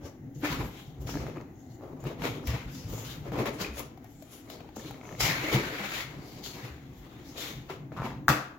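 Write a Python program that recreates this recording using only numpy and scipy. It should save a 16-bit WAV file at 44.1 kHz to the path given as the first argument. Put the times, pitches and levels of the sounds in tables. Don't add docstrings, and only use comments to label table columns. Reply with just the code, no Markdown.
import sys
import numpy as np
from scipy import signal
from scipy.fft import rfft, irfft, next_fast_len
from scipy.io import wavfile
from scipy.ndimage import uniform_filter1d

SR = 44100
rng = np.random.default_rng(int(sys.argv[2]) if len(sys.argv) > 2 else 0)


def amplitude_ratio(level_db):
    exponent = np.asarray(level_db, float) / 20
    return 10 ** exponent


def log_audio(samples):
    frames = np.atleast_2d(samples).T
    limited = np.clip(frames, -1, 1)
    pcm = np.round(limited * 32767).astype(np.int16)
    wavfile.write(sys.argv[1], SR, pcm)


N = 378495

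# frequency in [Hz], level in [dB per Hz].
HUM_COLOUR = [(25, -13), (114, 2), (206, -7), (285, 4), (503, -20.5), (780, -11), (1040, -28.5),
              (1500, -27.5), (2100, -24.5), (2800, -70), (6740, -33), (8360, -57), (11900, -41.5),
              (16000, -34)]
# frequency in [Hz], level in [dB per Hz].
FLEX_COLOUR = [(15, -55), (25, -18), (48, -8), (96, -16.5), (130, 1), (209, -14), (276, -6.5), (400, -28),
               (520, -19.5), (880, -120)]
# frequency in [Hz], level in [dB].
DRAG_COLOUR = [(200, -11), (340, 1.5), (480, -1), (800, -8.5), (1250, -11), (1700, -31.5), (3000, -37.5)]
# frequency in [Hz], level in [dB].
SCRAPE_COLOUR = [(450, -11), (1000, -3), (1500, -1.5), (2150, -2.5), (2700, -4.5), (3300, -11),
                 (6500, -18.5), (16000, -22)]
# frequency in [Hz], level in [dB].
SLIDE_COLOUR = [(1800, -15), (3000, 3), (4300, -1.5), (5200, -1), (6800, 3), (10000, 2), (16000, -1.5)]
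# time in [s], level in [dB].
SWAY = [(0, -44.5), (.35, -46.5), (.6, -27), (.8, -55), (1.2, -30), (1.55, -56.5), (2.45, -34.5),
        (2.75, -38), (3.0, -37), (3.15, -41.5), (3.7, -38), (3.95, -50.5), (5.0, -57.5), (5.27, -34.5),
        (5.4, -51), (6.4, -51.5), (7.3, -54.5), (8.0, -40.5)]
# peak in [s], rise in [s], fall in [s], drag in [dB], scrape over drag in
# [dB].
EDGE_STROKES = [(.058, 0.077, 0.081, -44.5, -13), (0.453, 0.03, 0.13, -33, 0),
                (.525, 0.026, 0.084, -38, -1), (.61, 0.078, 0.097, -37, -7), (.8, 0.17, 0.054, -62.5, 9),
                (1.081, 0.017, 0.3, -47, 2), (1.225, 0.3, 0.2, -40, -18), (1.27, 0.036, .07, -42, -9.5),
                (1.372, 0.035, 0.034, -41.5, -19), (1.41, 0.09, 0.055, -49.5, -13),
                (1.833, 0.061, 0.37, -46, -21.5), (2.073, 0.055, 0.095, -34.5, -10),
                (2.241, 0.053, 0.15, -31.5, -6.5), (2.478, 0.018, 0.3, -47, 6),
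                (2.54, 0.26, 0.15, -40.5, -18), (2.93, 0.19, 0.56, -47, -13),
                (3.11, 0.64, 0.16, -58.5, 6.5), (3.27, 0.064, 0.14, -44, -12),
                (3.33, 0.023, 0.078, -39, -13), (3.395, 0.096, 0.14, -30.5, -11),
                (3.53, 0.068, 0.066, -44.5, -11), (3.468, .018, 0.057, -31.5, -3.5),
                (3.612, 0.038, 0.13, -36, -2), (3.787, 0.058, 0.11, -43.5, -5.5),
                (4.05, 0.14, 0.09, -58, -7.5), (4.301, 0.16, 1, -60, -4.5),
                (4.505, 0.071, 0.36, -47.5, -10.5), (4.77, 0.026, 0.73, -47, -10.5),
                (4.86, 0.059, 0.11, -50, -7), (4.91, .015, 0.05, -53, -10), (5.04, 0.051, 0.8, -51, -11),
                (5.206, 0.0091, 0.34, -43, 10.5), (5.26, 0.056, 0.24, -49, 17.3),
                  (5.455, 0.2, 0.13, -39, -1), (5.4, .1, .1, -45, 6), (5.55, 0.16, 0.19, -31.5, -1.5),
                  (5.68, 0.38, 0.23, -41.5, -1.5), (5.95, 0.23, 0.18, -53, 13.5),
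                  (6.02, 0.25, .05, -53, 11.5), (6.22, 1, 1, -50, -10.5), (6.44, 0.018, 0.68, -62, 7),
                  (6.59, 0.22, 0.23, -47, -6.5), (6.655, 0.093, 0.12, -50, 3),
                  (7.169, 0.58, 0.63, -56.5, -5), (7.36, 0.022, 0.38, -47, -9),
                  (7.44, 0.12, 0.19, -52.5, 8), (7.703, 0.025, 0.09, -40, -4),
                  (7.926, .015, 0.15, -47.5, -13), (8.055, 0.082, 0.13, -43.5, -2.5),
                  (5.86, 0.51, 0.18, -48.5, 8), (7.97, 0.016, 0.19, -51, -3)]
# peak in [s], rise in [s],
# fall in [s], level in [dB], resonance in [Hz].
HAND_SLIDES = [(.058, 0.043, 0.079, -54, 5600), (.8, 0.31, 0.23, -55.5, 3340),
               (1.098, 0.045, 0.2, -44.5, 5500), (1.072, .008, .1, -49, 4460),
               (1.01, .015, .15, -56, 14500), (1.75, 0.25, 0.06, -66, 7000), (1.72, .1, .12, -67, 4400),
               (1.61, .1, .1, -68, 6300), (2.005, .012, .1, -62, 6800), (.35, .01, .25, -62, 6500),
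               (.41, .08, .05, -58, 13000), (2.25, 0.045, 0.17, -43.5, 3500),
               (2.476, 0.035, 0.1, -43.5, 5230), (2.755, 0.072, 0.25, -49.5, 5240),
               (2.9, 0.04, 0.42, -48, 14500), (2.72, 0.032, 0.089, -55.5, 13000),
               (3.0, 0.18, 0.11, -48, 7000), (3.05, .015, 0.15, -47.5, 4700),
               (3.115, 0.14, 0.081, -45.5, 3500), (3.617, 0.03, 0.054, -36, 4600),
               (3.785, 0.071, 0.093, -42.5, 10000), (4.12, 0.15, 0.13, -63, 12000),
               (4.335, 0.081, 0.18, -51, 10700), (4.505, 0.022, 0.12, -49.5, 4300),
               (4.764, 0.011, 0.07, -49.5, 6500), (4.8, .04, .08, -53, 6000),
               (4.87, 0.14, 0.14, -50.5, 3900), (.53, 0.085, 0.065, -40.5, 4000),
               (0.461, 0.027, 0.05, -45.5, 12000), (.66, 0.2, 0.089, -53, 12300),
               (3.54, 0.05, 0.13, -52, 9090), (4.2, 0.18, 0.41, -63, 7600), (5.09, 0.18, 0.67, -59, 6250),
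               (6.3, 0.23, 0.5, -54.5, 4480), (5.207, 0.013, 0.13, -28.5, 5000),
                  (5.265, 0.065, 0.084, -31.5, 4030), (5.55, 0.093, 0.036, -35, 3600),
                  (5.96, 0.22, 0.17, -42.5, 3780), (6.02, 0.17, 0.036, -44, 4230),
                  (6.441, 0.021, 0.23, -42, 4300), (7.1, 0.84, 0.64, -66, 3540),
                  (7.295, 0.1, 0.15, -55, 5500), (7.25, .03, .1, -59, 4200),
                  (7.375, 0.018, 0.24, -44.5, 3900), (7.42, 0.08, 0.14, -40, 3660),
                  (7.48, 0.12, 0.08, -45, 3640), (7.55, .1, .15, -58, 3500), (6.99, .08, .12, -62, 14000),
                  (7.67, .06, .06, -66, 14500)]
# time in [s], resonance height in [dB].
FLUTES_OPEN = [(5.1, 3.5), (5.2, 7), (5.72, 7), (5.85, 4)]
# frequency in [Hz], t60 in [s].
WALL_DECAY = [(100, 0.18), (500, 0.68), (2000, 0.53), (6000, 0.39), (12000, 0.17)]
# start in [s], peak in [dB], pitch in [Hz], t60 in [s].
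BUMPS = [(0.039, -22.5, 85, 0.088), (0.43, -14, 297, 0.15), (0.5, -20.5, 172, 0.11),
         (1.051, -15.5, 109, 0.079), (2.238, -17, 420, 0.081), (2.05, -26, 140, .2), (2.9, -26, 50, .25),
         (2.479, -13, 67, 0.19), (2.538, -17, 134.6, 0.19), (2.846, -20.5, 98, 0.15),
         (3.391, -22.5, 260, 0.16), (3.604, -23.5, 184.5, 0.23), (5.439, -19, 300, 0.13),
         (5.475, -23, 310, .1), (5.543, -9, 128, 0.18), (5.546, -15, 215, .08), (5.565, -18, 340, .14),
         (5.59, -21, 400, .12), (5.24, -21, 140, .12), (5.22, -22, 52, .2), (6.641, -26, 120, 0.18),
         (7.701, -24, 385, 0.15), (0.519, -18, 160, 0.087), (.6, -22, 51.6, 0.22), (0.996, -23.5, 65, 0.16),
         (2.66, -21, 50, 0.13), (2.93, -27, 113, 0.54), (3.69, -28, 65, 0.43), (4.765, -28, 220, 0.12),
         (4.85, -29, 300, .1), (1.369, -21, 330, 0.083), (8.041, -25.5, 226, 0.23), (6.708, -32, 74, 0.36),
         (7.0, -34, 47, 0.22), (8.284, -26, 69, 0.19), (8.2878, -13.5, 139, .22),
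         (8.2928, -13.5, 123.5, .24), (8.289, -15, 129, .11), (8.29, -22.5, 305, 0.33),
         (3.318, -20, 190, .07), (3.335, -21, 300, .09), (3.365, -22, 270, .1), (3.404, -17, 240, .09),
         (3.418, -19, 300, .1), (3.478, -20, 240, .08), (3.7, -29, 220, .15), (5.8, -25.5, 200, .2),
         (5.56, -18.5, 192, 0.18), (5.655, -26, 150, .12), (5.5, -34, 250, 0.13), (1.7, -29.5, 120, 0.25)]
# start in [s], peak in [dB], pitch in [Hz], brightness in [dB].
TICKS = [(0.436, -43, 1800, -17), (1.07, -31, 660, -26), (1.363, -43.5, 1050, -42), (1.411, -55, 660, -14),
         (1.81, -83, 754, -38), (1.834, -63, 760, -21), (2.002, -52, 636, -20), (2.04, -44, 786, -4),
         (2.22, -24, 910, -23), (2.472, -25.5, 2310, -11), (3.251, -65, 690, 17), (3.32, -38, 745, -18),
         (3.458, -18.5, 1080, -23), (3.601, -32, 830, -16), (3.794, -30, 865, 0), (3.975, -42, 750, -17.5),
         (4.043, -48, 730, 7), (4.223, -37, 630, -12), (4.5, -25.5, 660, -19), (4.605, -31.5, 697, -30),
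         (4.644, -52, 820, -18), (4.69, -39, 824, -24.5), (4.763, -42, 760, 0), (4.796, -50, 1770, 2),
         (4.909, -34, 800, -15), (6.421, -64, 830, -18), (7.698, -28, 704, -36), (7.92, -54, 644, -24)]
# start in [s], peak in [dB], pitch in [Hz],
# brightness in [dB].
RIM_STEPS = [(4.8479, -38, 1780, -10), (4.9432, -35, 2000, -8), (5.013, -33.5, 2200, -16),
             (5.0536, -33.5, 2200, -14), (5.0912, -31.5, 1810, -14), (5.126, -34, 1840, -14),
             (5.1506, -33.5, 1970, -10), (5.1866, -36, 2200, -14), (4.909, -35, 1300, -10),
             (5.111, -38, 1200, -20), (5.081, -39, 1000, -20), (5.034, -40, 900, -22),
             (4.768, -33, 900, -14), (1.092, -29, 900, -14), (1.142, -29, 1500, -14),
             (1.155, -28, 900, -18), (1.172, -28, 1600, -14), (1.267, -31, 1300, -12),
             (1.371, -33, 1100, -12), (1.404, -38, 900, -22), (1.412, -35, 1900, -4), (1.81, -42, 800, -30),
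             (1.837, -41, 900, -12), (0.437, -26, 1000, -14), (0.447, -23, 1400, -14),
             (0.454, -22, 1800, -16), (0.463, -24, 1700, -14), (0.474, -27, 1300, -14),
             (2.041, -37, 900, -16), (2.053, -33, 1200, -16), (2.22, -32, 900, -14),
             (0.607, -31, 1100, -16), (0.524, -30, 1300, -12), (1.362, -36, 1100, -16),
             (2.397, -37, 1200, -16), (2.44, -38, 1200, -16), (3.257, -38, 1300, -18),
             (3.32, -30, 1300, -14), (3.372, -30, 1200, -16), (3.456, -23, 1900, -10),
             (3.772, -33, 1500, -8), (7.698, -31, 1100, -18), (7.712, -32, 2100, -14),
             (7.92, -34, 1300, -28), (8.0, -28, 1300, -16), (8.02, -23, 1100, -18), (8.105, -31, 1500, -12),
             (8.131, -36, 900, -20)]
# start in [s], end in [s], rate in [slips per s], resonance in [Hz], level in [dB].
CREAKS = [
    (.52, .545, 200, 1600, -33),
    (.595, .63, 180, 1000, -31),
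    (1.36, 1.385, 200, 2350, -41),
    (3.63, 3.675, 90, 2450, -33),
    (3.675, 3.765, 75, 2450, -43),
    (5.105, 5.145, 170, 520, -33),
    (7.965, 8.05, 190, 1120, -26),
    (8.03, 8.082, 200, 800, -25),
    (8.05, 8.08, 170, 1200, -28),
    (8.085, 8.14, 130, 900, -34),
]
# start in [s], peak in [dB], pitch in [Hz].
PEELS = [
    (1.5562, -60, 6400),
    (1.6036, -58, 6700),
    (1.6645, -58, 7100),
    (1.7009, -64.5, 6450),
    (1.7383, -63, 6800),
    (1.31, -58.5, 6200),
]
# start in [s], level in [dB], brightness in [dB], left over right in [dB].
CRACKS = [
    (8.28142, 14.3, -21, 3.7),
    (8.2885, 7, -15, 8),
    (8.2945, -2, -9, -3),
    (8.3007, 1, -16, 7),
    (8.310, -4, -14, -4),
]
# frequency in [Hz], level in [dB], t60 in [s].
CRACK_MODES = [(700, -33, .02), (1000, -15, .012), (1385, 19.5, .0028)]
# frequency in [Hz], level in [dB per Hz].
RATTLE_COLOUR = [(35, -45), (60, -19), (146, 1), (469, -7), (666, -1), (882, -7.5), (1220, -0.5),
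                 (3190, -13), (6740, -18), (8120, -12.5), (16000, -23)]
# frequency in [Hz], likeness from 0 to 1 [ratio].
LEFT_RIGHT_ALIKE = [(30, .97), (200, 0.96), (400, 0.93), (800, 0.49), (1500, 0), (3000, 0), (12000, 0.065)]
# frequency in [Hz], gain in [dB].
MIC_RESPONSE = [(20, -29), (45, 0.5), (6900, -0.5), (7500, -4.5), (8300, -16), (9500, -12.5), (12000, -3.5),
                (15500, -2)]

STROKE_DEPTH_DB, CROWN, IDLE_DB = 22, 1.08, -76
SHAKE_DB, SKIN_DB = -2.5, -8
GRIP_HZ, LET_GO_S = 3900, 8.38


def unit(x):
    return x / np.sqrt(np.mean(x ** 2) + 1e-20)


def along(points, hz):
    f, v = np.transpose(points)
    return np.interp(np.log(hz + 1), np.log(f + 1), v)


def wobble(rate):
    knots = rng.standard_normal(N // 64)
    return np.interp(np.arange(N) * rate / SR, np.arange(len(knots)), knots)


def filtered(x, response):
    m = next_fast_len(N + 8192)
    return irfft(rfft(x, m) * response(np.fft.rfftfreq(m, 1 / SR)), m)[..., :N]


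def half_angle(hz):
    return np.arccos(np.clip(along(LEFT_RIGHT_ALIKE, hz), -1, 1))[:, None] / 2


def rush(spectrum, grit=1, patchy_db=2, size=1024, count=N, moving=lambda hz, t: 1):
    hz, t, z = signal.stft(grit * rng.standard_normal((2, count)), SR, nperseg=size)
    patches = uniform_filter1d(rng.standard_normal(z.shape[1:]), size=9, axis=0)
    patches = uniform_filter1d(patches, size=5, axis=1)
    turn = half_angle(hz)
    z = z * amplitude_ratio(patchy_db * unit(patches) + along(spectrum, hz)[:, None]) * moving(hz[:, None], t)
    mid, side = signal.istft(z * [np.cos(turn), np.sin(turn)], nperseg=size)[1][:, :count]
    return np.array([mid + side, mid - side]) / np.std(mid)


def panned(x, left_db):
    return x * amplitude_ratio(np.array([[.5], [-.5]]) * left_db)


def ring(hz, t60, attack, t):
    return np.sin(2 * np.pi * hz * t) * amplitude_ratio(-60 * t / t60) * (1 - np.exp(-t / attack))


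def add(track, s, x):
    track[:, round(s * SR):][:, :x.shape[1]] += x


def cooler():
    drift_db = 1.8 * wobble(3.29)
    return panned(amplitude_ratio(-51.0 + drift_db) * rush(HUM_COLOUR, patchy_db=0.5, size=2048), 2.8)


def strokes(rows):
    peak, rise, fall, db, _ = np.transpose(rows)[..., None]
    t = np.arange(N * 1000 // SR + 2) / 1000
    away = np.maximum((peak - t) / rise, (t - peak) / fall)
    return t, amplitude_ratio(2 * (db - STROKE_DEPTH_DB * away ** CROWN))


def flexing_boom(gain):
    noise = rush(FLEX_COLOUR, grit=amplitude_ratio(2.5 * wobble(30)), patchy_db=4.0, size=2048)
    return panned(gain * amplitude_ratio(-2.0) * noise, 0.76)


def edge_drag(gain, slips_db):
    return panned(gain * amplitude_ratio(-1) * rush(DRAG_COLOUR, grit=amplitude_ratio(.75 * slips_db), patchy_db=1.5), 2.7)


def edge_scrape(gain, slips_db):
    def flutes(hz, at):
        height_db = np.interp(at, *np.transpose(FLUTES_OPEN))
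        return amplitude_ratio(height_db / (1 + ((hz - 2170) / 150) ** 2))

    noise = rush(SCRAPE_COLOUR, grit=amplitude_ratio(0.41 * slips_db), patchy_db=2.3, moving=flutes)
    return panned(gain * amplitude_ratio(-0.44) * noise, 3.5)


def hand_slide(gain, slips_db, ms, contact_hz, shares):
    def contact(hz, at):
        peaks = amplitude_ratio(10.5 / (1 + ((hz - contact_hz) / 800) ** 2))
        return peaks @ shares[:, np.searchsorted(ms[:-1], at)]

    noise = rush(SLIDE_COLOUR, grit=amplitude_ratio(0.27 * slips_db), patchy_db=1.6, moving=contact)
    return panned(gain * amplitude_ratio(0.1) * noise, 5.7)


def handling():
    edge_rows, hand_rows = EDGE_STROKES, HAND_SLIDES
    ms, edge = strokes(edge_rows)
    hands = strokes(hand_rows)[1]
    dragging = edge.sum(axis=0)
    scraping = (edge * amplitude_ratio(2 * np.array(edge_rows)[:, 4:])).sum(axis=0) + amplitude_ratio(2 * IDLE_DB)
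    flexing = amplitude_ratio(2 * np.interp(ms, *np.transpose(SWAY))) + amplitude_ratio(2 * SHAKE_DB) * dragging
    grip = amplitude_ratio(2 * SKIN_DB) * scraping
    sliding = hands.sum(axis=0) + grip
    contact_hz = np.append(np.array(hand_rows)[:, 4], GRIP_HZ)
    shares = np.vstack([hands, grip]) / sliding

    t = np.arange(N) / SR
    flex_gain, drag_gain, scrape_gain, slide_gain = [
        np.interp(t, ms, np.sqrt(power)) for power in (flexing, dragging, scraping, sliding)]
    slips_db = 3.4 * wobble(45) + 3 * wobble(260)
    rubbing = flexing_boom(flex_gain) + edge_drag(drag_gain, slips_db) + edge_scrape(scrape_gain, slips_db)
    rubbing = rubbing + hand_slide(slide_gain, slips_db, ms, contact_hz, shares)
    letting_go = np.clip((LET_GO_S - t) / 0.05, 0, 1)
    return letting_go * rubbing


def garage(x):
    out, step = np.zeros((2, N + 2 * SR)), SR // 3
    for start in range(0, N, step):
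        hz, t, z = signal.stft(rng.standard_normal((2, SR // 2)), SR, nperseg=256)
        turn = half_angle(hz)
        z = np.cos(turn) * z[0] + np.sin(turn) * z[1] * [[[1]], [[-1]]]
        decay = amplitude_ratio(-60 * t / along(WALL_DECAY, hz)[:, None])
        tail = signal.istft(z * decay, SR, nperseg=256)[1]
        wet = signal.fftconvolve(x[:, start:start + step], tail / np.linalg.norm(tail[0]), axes=1)
        add(out, start / SR + .008, wet)
    return out[:, :N]


def bumps():
    out, t = np.zeros((2, N + SR)), np.arange(SR // 2) / SR
    for s, db, hz, t60 in BUMPS:
        thud = ring(hz, t60, 0.0034, t) + 0.15 * ring(1.1 * hz, 0.57 * t60, 0.0092, t)
        add(out, s, panned(amplitude_ratio(db - 7.5) * thud, 1.6))
    return out[:, :N]


def ticks():
    out, t = np.zeros((2, N + SR)), np.arange(4000) / SR
    t60, note_db, note_yields = 0.033, -8, 0.76
    dull = signal.butter(2, [500, 3000], "bandpass", fs=SR)
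    for s, db, hz, bright_db in TICKS:
        noise = rng.standard_normal((2, 2, len(t) + 1))
        note = amplitude_ratio(note_db - note_yields * (db + 37.5)) * ring(hz, t60, 0.00074, t)
        snap = amplitude_ratio(-12.5) * signal.lfilter(*dull, noise[0])[:, 1:]
        crack = amplitude_ratio(min(bright_db, -6) - 2.0) * np.diff(noise[1])
        tick = note + (snap + crack) * amplitude_ratio(-60 * t / t60)
        add(out, s, panned(amplitude_ratio(db + 6.0) * tick, 6.3))
    return out[:, :N]


def rim_step(hz, t):
    main = ring(hz, .0045, .0003, t)
    return main + .3 * ring(1.4 * hz, .003, .0003, t) + .8 * ring(.62 * hz, .004, .0003, t)


def ratchet():
    out, t = np.zeros((2, N + SR)), np.arange(SR // 20) / SR
    rebound, rebound_s = .45, .0023
    edge = ring(4300, .002, .0002, t) + ring(6600, .002, .0002, t)
    push = .7 * ring(700, .008, .0004, t)
    for s, db, hz, bright_db in RIM_STEPS:
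        click = rim_step(hz, t) + rebound * rim_step(hz, np.maximum(t - rebound_s, 0))
        add(out, s, panned(amplitude_ratio(db + 3) * (click + amplitude_ratio(bright_db) * edge + push), 4.3))
    return out[:, :N]


def creaks():
    out, t = np.zeros((2, N + SR)), np.arange(SR // 20) / SR
    for start, end, rate, hz, db in CREAKS:
        t60 = 1.6 / rate
        chance = rng.standard_normal((40, 3))
        count = np.arange(len(chance))
        times = start + (count + 0.243 * chance[:, 0] * (count > 0)) / rate
        for s, (_, size, tune) in zip(times[times < end], chance):
            swell = 0.6 + 0.41 * np.sin(np.pi * (s - start) / (end - start))
            slip = ring(hz + .9 * tune / t60, t60, .0003, t)
            add(out, s, panned(amplitude_ratio(db + 2.5 * size) * swell * slip, 2.5))
    return out[:, :N]


def peels():
    out, t = np.zeros((2, N + SR)), np.arange(SR // 20) / SR
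    for s, db, hz in PEELS:
        prick = ring(hz, 0.018, 0.00033, t) + .6 * ring(1.09 * hz, .009, .0003, t)
        prick = prick + .6 * ring(.53 * hz, 0.008, 0.00037, t)
        add(out, s, panned(amplitude_ratio(db + 3) * prick, 3.7))
    return out[:, :N]


def fold():
    out, t = np.zeros((2, N + SR)), np.arange(SR // 2) / SR
    yielding = 1 - np.exp(-(t / .0013) ** 4)
    pop = sum(amplitude_ratio(level) * ring(hz, t60, .0015, t) for hz, level, t60 in CRACK_MODES)
    for s, db, bright_db, left_db in CRACKS:
        spit = signal.lfilter([1, -.25], 1, rng.standard_normal((2, len(t))))
        spit = spit * amplitude_ratio(bright_db + 1.5 - 60 * t / 0.0085)
        add(out, s, panned(amplitude_ratio(db) * yielding * (pop + spit), left_db))
    swell = 1 - np.exp(-(t / 0.0085) ** 2)
    rattle = amplitude_ratio(-20.0 - 60 * t / 0.31) * swell * rush(RATTLE_COLOUR, count=len(t))
    add(out, CRACKS[0][0], panned(rattle, 4.2))
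    return out[:, :N]


def scene():
    hum, rubbing, crack = cooler(), handling(), fold()
    hits = bumps() + ticks() + ratchet() + creaks() + peels()
    wet = garage(amplitude_ratio(-10.0) * rubbing + amplitude_ratio(-11.5) * hits + amplitude_ratio(-10.5) * crack)
    return filtered(rubbing + hits + crack + wet, lambda hz: amplitude_ratio(along(MIC_RESPONSE, hz))) + hum


def low_pass(x):
    return signal.sosfilt(signal.butter(12, 16790, fs=SR, output="sos"), x)


def record(dry):
    mix = filtered(dry, lambda hz: hz < 15850)
    return low_pass(mix)


dry = scene()
out = record(dry)
log_audio(out)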